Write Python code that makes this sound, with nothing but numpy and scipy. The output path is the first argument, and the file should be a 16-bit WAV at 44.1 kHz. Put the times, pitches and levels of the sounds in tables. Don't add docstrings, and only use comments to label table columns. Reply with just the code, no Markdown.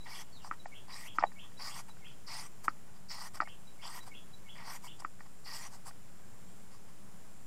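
import sys
import numpy as np
from scipy import signal
from scipy.fft import rfft, irfft
from scipy.io import wavfile
from scipy.ndimage import uniform_filter1d

SR = 44100
rng = np.random.default_rng(int(sys.argv[2]) if len(sys.argv) > 2 else 0)


def ratio(d):
    e = np.asarray(d, float) / 20
    return 10 ** e


def output_pcm(signal):
    pcm = np.clip(np.atleast_2d(signal).T, -1, 1) * 32767
    wavfile.write(sys.argv[1], SR, np.round(pcm).astype(np.int16))


N = 329074
T = np.arange(N) / SR


# start_s, length_s, pressure_db, bite_s (after the start), blade_ring_db (at the bite)
CUTS = [
    (0.03, .2, -53.5, 0.067, -50),
    (0.867, 0.22, -55, 0.062, -51.5),
    (1.568, .252, -53.5, 0.047, -48.5),
    (2.257, 0.22, -53, 0.035, -48),
    (3.076, .213, -54, 0.028, -48.5),
    (3.798, 0.206, -53, 0.06, -52.5),
    (4.527, 0.25, -55.5, 0.13, -51.5),
    (5.433, 0.25, -54, 0.029, -47.5),
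]
# blade_ring_db, wet_hiss_db
BRUSH_TOUCHES = [(0.418, 0.07, -54, 0, -6.5), (0.519, .03, -53.5, -17, -17), (1.139, 0.044, -59, -5, -2.5),
                 (1.191, 0.038, -44, -23, -22), (1.874, 0.031, -60.5, -12, -6),
                 (2.632, 0.032, -55.5, -6, 2.5), (2.938, 0.057, -68, -2.5, -8),
                 (3.333, 0.033, -49, -9.5, -4.5), (3.363, .022, -51, -13, -9),
                 (4.02, 0.028, -56.5, -4, -4.5), (4.052, 0.039, -54, -4, -2.5),
                 (4.817, 0.069, -56, -3, -0.5), (4.985, .028, -59, -2, -2.5), (5.249, 0.025, -57, -15, -22),
                 (5.701, 0.074, -59, -4, -3), (5.85, 0.047, -52.5, -3, 2), (6.685, 0.087, -66, -4.5, -6),
                 (6.858, 0.067, -67, -8, -11), (1.413, 0.068, -59.5, -16, -16),
                 (2.857, 0.047, -67.5, -12, -12)]
# pitch_hz, width_hz, level_db
SLAB_MODES = [(770, 280, 0), (975, 350, 11.5), (1170, 110, 8.5), (1500, 280, 1)]
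# pitch_hz, width_hz, level_db
OVERTONE_MODES = [(1910, 133, 4.5), (2194, 380, -2), (2830, 500, -9.5), (3250, 720, -11)]
# pitch_hz, width_hz, level_db
BLADE_MODES = [(4450, 570, -6.5), (4724, 93, -2.5), (4830, 520, 1), (5340, 490, -2)]
# pitch_hz, width_hz, level_db
TIP_MODES = [(5850, 260, 10), (6200, 290, -2.5)]
# pitch_hz, level_db
WET_OUTLINE = [(6300, -2), (7200, 0), (8300, 3.5), (9500, -1.5), (10700, -5.5), (12700, -5.5),
               (14000, -10.5), (15400, -15)]


def shredding():
    spots = np.linspace(WET_OUTLINE[0][0], WET_OUTLINE[-1][0], num=14)
    strips = [(hz, 520, np.interp(hz, *np.transpose(WET_OUTLINE))) for hz in spots]
    layers = [
        body(fibres(5000, 2.0, 2.5), BLADE_MODES, 1.8, 18),
        body(fibres(3500, 1.5, 2.2), SLAB_MODES, 2.5, 14),
        body(fibres(3000, 1.63, 2.8), OVERTONE_MODES, 1.1, 16),
        body(fibres(8000, 1.0, 3.0), strips, 3.0, 28),
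        body(fibres(5000, 1.5, 2.5), TIP_MODES, 2.5, 18),
    ]
    gains = np.zeros((len(layers), N))
    for touch_levels, rows in ((cut, CUTS), (brush, BRUSH_TOUCHES)):
        for start_s, length_s, *how in rows:
            t = T[:int((length_s + 0.012) * SR)]
            fade = signal.windows.tukey(len(t), 0.1)
            for gain, db in zip(gains, touch_levels(t, length_s, *how)):
                add(gain, start_s, fade * ratio(db))
    hand = ratio(1.85 * walk(35))
    return np.sum(gains * layers, axis=0) * hand


def cut(t, length_s, pressure_db, bite_s, ring_db):
    land_s, lift_s, edge_db = 0.016, 0.012, -22
    lead_s = 0.015
    catch_s = 0.036
    choke_s, choke_db = 0.079, -6.5

    def contact(late_s):
        times = [late_s, late_s + land_s, length_s - lift_s, length_s + lift_s]
        return np.interp(t, times, [edge_db, 0, 0, edge_db])

    dig = 3.5 * (t / length_s - 0.5)
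    pressure = pressure_db + contact(lead_s) + dig
    skim = -17 * np.clip((bite_s - t) / catch_s, 0, 1)
    ring_level = ring_db + contact(0) + skim
    sag = -30 * np.maximum(t - bite_s, 0)
    choke = choke_db * np.clip(1 - (length_s - t) / choke_s, 0, 1)
    blade = ring_level + sag + choke
    gathered = 57 * min(bite_s, 0.08)
    juice = np.interp(t - bite_s, [-catch_s, 0.008, 0.0043 + 0.085], [-21, -5, 0])
    wet = pressure_db + contact(0) - 2.5 + gathered + juice
    tip = ring_level - 23 + 14 * t / length_s
    return [blade, pressure, pressure - 2, wet, tip]


def brush(t, length_s, pressure_db, ring_db, wet_db):
    place = t / length_s
    swell = 1 - place / 0.41
    fade = (place - 1) / 0.44 + 0.5
    pressure = pressure_db - 17 * np.clip(np.maximum(swell, fade), 0, 1)
    blade = pressure + ring_db
    return [blade, pressure, pressure - 7.5, pressure + wet_db, blade - 8.5]


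def fibres(per_s, scatter_db, judder_db):
    tears = rng.random(N) < per_s / SR
    sizes = ratio(scatter_db * rng.exponential(size=N)) * rng.standard_normal(N)
    return tears * sizes * ratio(judder_db * walk(90))


# start_s, peak_db, pitch_hz, rattle_db
EDGE_STRIKES = [
    (0.512, -19.5, 1300, -43),
    (1.185, -11.5, 1300, -24.5),
    (2.681, -10, 1287, -34.5),
    (3.403, -12.5, 1314, -25.5),
    (5.048, -20, 1266, -42),
]
# start_s, peak_db, pitch_hz, low_modes_db, high_modes_db
FLAT_TAPS = [(0.657, -27.5, 1100, 7, 3.5), (0.882, -40, 1070, -12, -18), (1.225, -17, 1080, -4, -9),
             (1.237, -5, 1146, -2.5, -10.5), (1.255, -50, 1150, -7, -23), (1.318, -42, 1150, -13, -3),
             (1.518, -48, 1080, -13, -4), (1.887, -64.5, 1410, -2, -16), (3.411, -30, 1210, -4, 2),
             (3.419, -19, 1234, -10.5, -15), (3.43, -30, 1210, -3, -5), (3.474, -33, 1250, -10.5, -2.5),
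             (4.075, -39, 1153, 3, -17), (4.999, -46, 1170, 6, -15), (5.021, -35.5, 1050, -16, -17),
             (5.032, -52, 1120, -11, -5), (5.206, -35, 1230, -14, -3), (5.909, -41, 1500, -6, -4),
             (1.969, -46.5, 1500, -8, -5), (2.067, -45, 1500, -12, 3), (2.112, -53, 1500, -12, 0),
             (5.192, -48, 1500, -12, 0)]
# pitch_hz, level_db, fade_s (time to fall 60 dB)
SLAB_LOW = [(718, -5, 0.02), (821, 3, 0.017)]
# pitch_hz, level_db, fade_s (time to fall 60 dB)
SLAB_HIGH = [(1470, -1, 0.015), (1840, 6.5, 0.012), (2240, -6, 0.019), (2920, -23, 0.044)]
# pitch_hz, level_db, fade_s (time to fall 60 dB)
BASIN_THUMP = [(305, -21, 0.031)]


def knocks():
    out, thump, rattle = np.zeros((3, N))
    t = T[:int(0.08 * SR)]
    push_s, flex_s, main_fade_s = 0.00051, 0.00172, 0.012
    push = np.diff(np.hanning(int(push_s * SR) + 2))
    flex = np.diff(np.hanning(int(flex_s * SR) + 2))
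    settle = ratio(-9 / (1 + np.exp((0.0068 - t) / 0.0006)))
    grip = (1 - np.exp(-t / 0.0011)) * settle

    hits = []
    for start_s, peak_db, hz, rattle_db in EDGE_STRIKES:
        hits.append((start_s, peak_db, hz, -35.5, -18.5, peak_db + rattle_db))
    for start_s, peak_db, hz, low_db, high_db in FLAT_TAPS:
        rattle_db = -53 + 0.73 * high_db + 0.17 * (peak_db + 30)
        hits.append((start_s, peak_db, hz, low_db, high_db, rattle_db))

    for start_s, peak_db, hz, low_db, high_db, rattle_db in hits:
        quick = ring(t, [(hz, 0, main_fade_s)]) + ratio(high_db) * ring(t, SLAB_HIGH)
        tap = np.convolve(quick, push)[:len(t)] * grip
        slow = np.convolve(ring(t, SLAB_LOW), flex)[:len(t)]
        tap += ratio(low_db + 9.5) * slow * (1 - np.exp(-t / 0.0033))
        gain = ratio(peak_db - 4.5) / np.abs(tap).max()
        add(out, start_s, gain * tap)
        add(thump, start_s, gain * (1 - np.exp(-t / 0.0019)) * ring(t, BASIN_THUMP))
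        add(rattle, start_s + 0.0083, ratio(rattle_db - 60 * t / 0.083))

    out = signal.sosfilt(signal.butter(5, 580, "high", fs=SR, output="sos"), out)
    blur = rng.standard_normal(len(t)) * ratio(-60 * t / 0.055) * (t > 0.006)
    basin = signal.fftconvolve(out, blur / np.linalg.norm(blur))[:N]
    basin *= ratio(5 * walk(700))
    chatter = body(fibres(5000, 1.0, 2.0), BLADE_MODES, 1.5, 40)
    return out + thump + ratio(-19) * basin + ratio(-11.5) * rattle * chatter


# start_s, level_db, pitch_hz
HIGH_PEEPS = [
    (0.0, -51.5, 3920),
    (0.592, -50, 3926),
    (0.923, -50.5, 3940),
    (1.258, -56, 3920),
    (1.569, -53, 3940),
    (1.893, -56, 3930),
    (3.669, -51, 3930),
    (4.002, -53, 3920),
    (4.330, -52.5, 3940),
]
# start_s, level_db, pitch_hz
LOW_CALLS = [(0.1106, -54.5, 2296), (0.716, -53.5, 2276), (1.044, -56, 2250), (1.356, -59.5, 2280),
             (1.678, -59, 2210), (2.012, -59, 2210), (3.45, -55, 2205), (3.79, -57.5, 2250),
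             (4.105, -57, 2263), (4.455, -57.5, 2240), (4.835, -58.5, 2270)]
# start_s, level_db
RISING_WHISTLES = [(.133, -56), (0.737, -55.5), (1.064, -53.5), (1.384, -54.5), (1.702, -57), (2.043, -56),
                   (3.476, -57.5), (3.813, -56), (4.136, -56), (4.479, -57.5), (4.869, -56)]
# time_s, pitch_hz, level_db
RISING_GLIDE = [(0, 2480, -3), (.007, 2880, -1), (.014, 3230, -1), (.022, 3440, -5), (.03, 3530, -16)]
# time_s, pitch_hz, level_db
FALLING_CALL = [(.315, 4840, -72), (.33, 4370, -69), (.37, 3770, -75), (.41, 2900, -80), (.43, 2550, -85)]
# time_s, pitch_hz, level_db
COO_CALL = [(6.215, 1620, -74), (6.24, 1605, -63), (6.27, 1615, -76)]
# delay_s, level_db
YARD_ECHOES = [(0, -26), (.005, 4), (.026, -1.5), (.045, -1), (.075, -10.5), (.11, -21.5), (.18, -22)]
# delay_s, level_db
NEAR_ECHOES = [(0, 0), (.015, -5), (.035, -13), (.07, -28)]


def birds():
    out = np.zeros(N)
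    hoarse = walk(500)
    near_db, yard_db = -3, 6.5 + 2

    def call(start_s, glide, echoes, echo_db, rough=1):
        x = whistle(glide)
        x = x * ratio(3.5 * rough * hoarse[int(start_s * SR):][:len(x)])
        x = np.pad(x, (0, SR // 5))
        add(out, start_s, scattered(x, echoes, echo_db))

    for start_s, db, hz in HIGH_PEEPS:
        glide = [(0, 1.005 * hz, db - 16), (0.01, hz, db), (0.024, 0.997 * hz, db - 9)]
        call(start_s, glide, NEAR_ECHOES, near_db, 0.39)
    for (start_s, db, hz), (rise_s, rise_db) in zip(LOW_CALLS, RISING_WHISTLES):
        end_s = rise_s - start_s + 0.004
        glide = [(0, 0.94 * hz, db - 8), (0.01, hz, db), (end_s, 0.94 * hz, db - 1.5)]
        call(start_s, glide, NEAR_ECHOES, near_db, 0.75)
        detune = 1 + 0.01 * rng.standard_normal()
        glide = np.multiply(RISING_GLIDE, [1, detune, 1]) + [0, 0, rise_db]
        call(rise_s, glide, YARD_ECHOES, yard_db)
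    call(FALLING_CALL[0][0], FALLING_CALL, [(0, 0), (0.06, -14)], 12, 1.5)
    call(COO_CALL[0][0], COO_CALL, NEAR_ECHOES, near_db, 0.3)
    return out


def whistle(rows):
    s, hz, db = np.transpose(rows)
    t = np.arange(s[0], s[-1], 1 / SR)
    turns = np.cumsum(np.interp(t, s, hz)) / SR
    loudness = ratio(np.interp(t, s, db)) * signal.windows.tukey(len(t), 0.2)
    return loudness * np.sin(2 * np.pi * turns)


# pitch_hz, width_hz, level_db
WING_MODES = [(5200, 610, -13.5), (6120, 200, -8), (7150, 280, -10.5), (7420, 300, -0.5), (8350, 1400, -7),
              (10240, 290, -3), (11070, 370, -7)]
# pitch_hz, level_db
CRICKET_LINES = [(6984, -89), (7089, -78), (7194, -84), (14178, -92), (14283, -96)]


def insects():
    strokes_hz = 110.75 * (1 + 0.0017 * walk(4.6))
    strokes = np.diff(np.floor(np.cumsum(strokes_hz) / SR), prepend=0)
    strokes *= ratio(1.5 * rng.standard_normal(N))
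    buzz = scattered(body(strokes, WING_MODES, 1.4, 3), [(0, 5), (0.015, -23)], -2)
    out = level(buzz, -71)
    drift = np.cumsum(walk(6.4)) / SR
    for hz, db in CRICKET_LINES:
        throb = ratio(db + 3.5 + 1.4 * walk(15))
        out = out + throb * np.sin(2 * np.pi * hz * (T + 0.00088 * drift))
    return out


# pitch_hz, level_db (per Hz)
HUM_SPECTRUM = [(20, -24.5), (35, -22), (70, -25.5), (120, -18), (190, -22.5), (300, -29), (900, -32.5),
                (2000, -38.5), (4000, -44.5), (6500, -43), (9000, -45), (12000, -48), (14800, -48),
                (15600, -54)]


def yard():
    hz, db = np.transpose(HUM_SPECTRUM)
    f = np.maximum(np.arange(N // 2 + 1) * SR / N, 1)
    shape = ratio(np.interp(np.log(f), np.log(hz), db))
    hum = irfft(rfft(rng.standard_normal(N)) * shape, N)
    hum *= ratio(0.5 * walk(3))
    motor = body(rng.standard_normal(N), [(186, 14, 0)], 1.2, 3.1)
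    return level(hum, -59) + level(motor, -68)


def body(x, modes, wander_db, rate):
    out = 0
    for hz, width_hz, db in modes:
        b, a = signal.iirpeak(hz, hz / (1.29 * width_hz), fs=SR)
        x = np.roll(x, 1237)
        rung = signal.lfilter(b, a, signal.lfilter(b, a, x))
        out = out + ratio(db + wander_db * walk(rate)) * rung
    return level(out, 0)


def ring(t, modes):
    return sum(ratio(db - 60 * t / fade_s) * np.sin(2 * np.pi * hz * t) for hz, db, fade_s in modes)


def scattered(x, rows, echo_db):
    s, db = np.transpose(rows)
    t = T[:int(s[-1] * SR)]
    echoes = rng.standard_normal(len(t)) * ratio(np.interp(t, s, db))
    echoes = echoes / np.linalg.norm(echoes)
    return x + ratio(echo_db) * signal.fftconvolve(x, echoes)[:len(x)]


def walk(rate):
    k = int(SR / rate)
    steps = np.repeat(rng.standard_normal(N // k + 1), k)
    return 1.3 * uniform_filter1d(uniform_filter1d(steps, k), k)[:N]


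def level(x, db):
    return x * ratio(db) / np.sqrt(np.mean(x ** 2))


def add(out, start_s, x):
    i = int(start_s * SR)
    out[i:i + len(x)] += x[:N - i]


def scene():
    return (shredding() + knocks() + birds() + insects() + yard())[None]


def band_limit(x):
    return signal.sosfilt(signal.butter(12, 15690, fs=SR, output="sos"), x)


# start_s, end_s
TREBLE_GAPS = [
    (.507, .52),
    (.652, .678),
    (1.172, 1.255),
    (2.678, 2.692),
    (3.406, 3.43),
    (4.988, 4.995),
    (5.047, 5.062),
]


def record(dry):
    split = signal.butter(12, 8700, fs=SR, output="sos")
    dull = signal.sosfiltfilt(split, dry)
    gaps = sum(((T > start_s) & (T < end_s)) * 1. for start_s, end_s in TREBLE_GAPS)
    gaps = uniform_filter1d(uniform_filter1d(gaps, 200), 200)
    mix = dry + gaps * (dull - dry) - 0.0111
    return band_limit(mix)


dry = scene()
out = record(dry)
output_pcm(out)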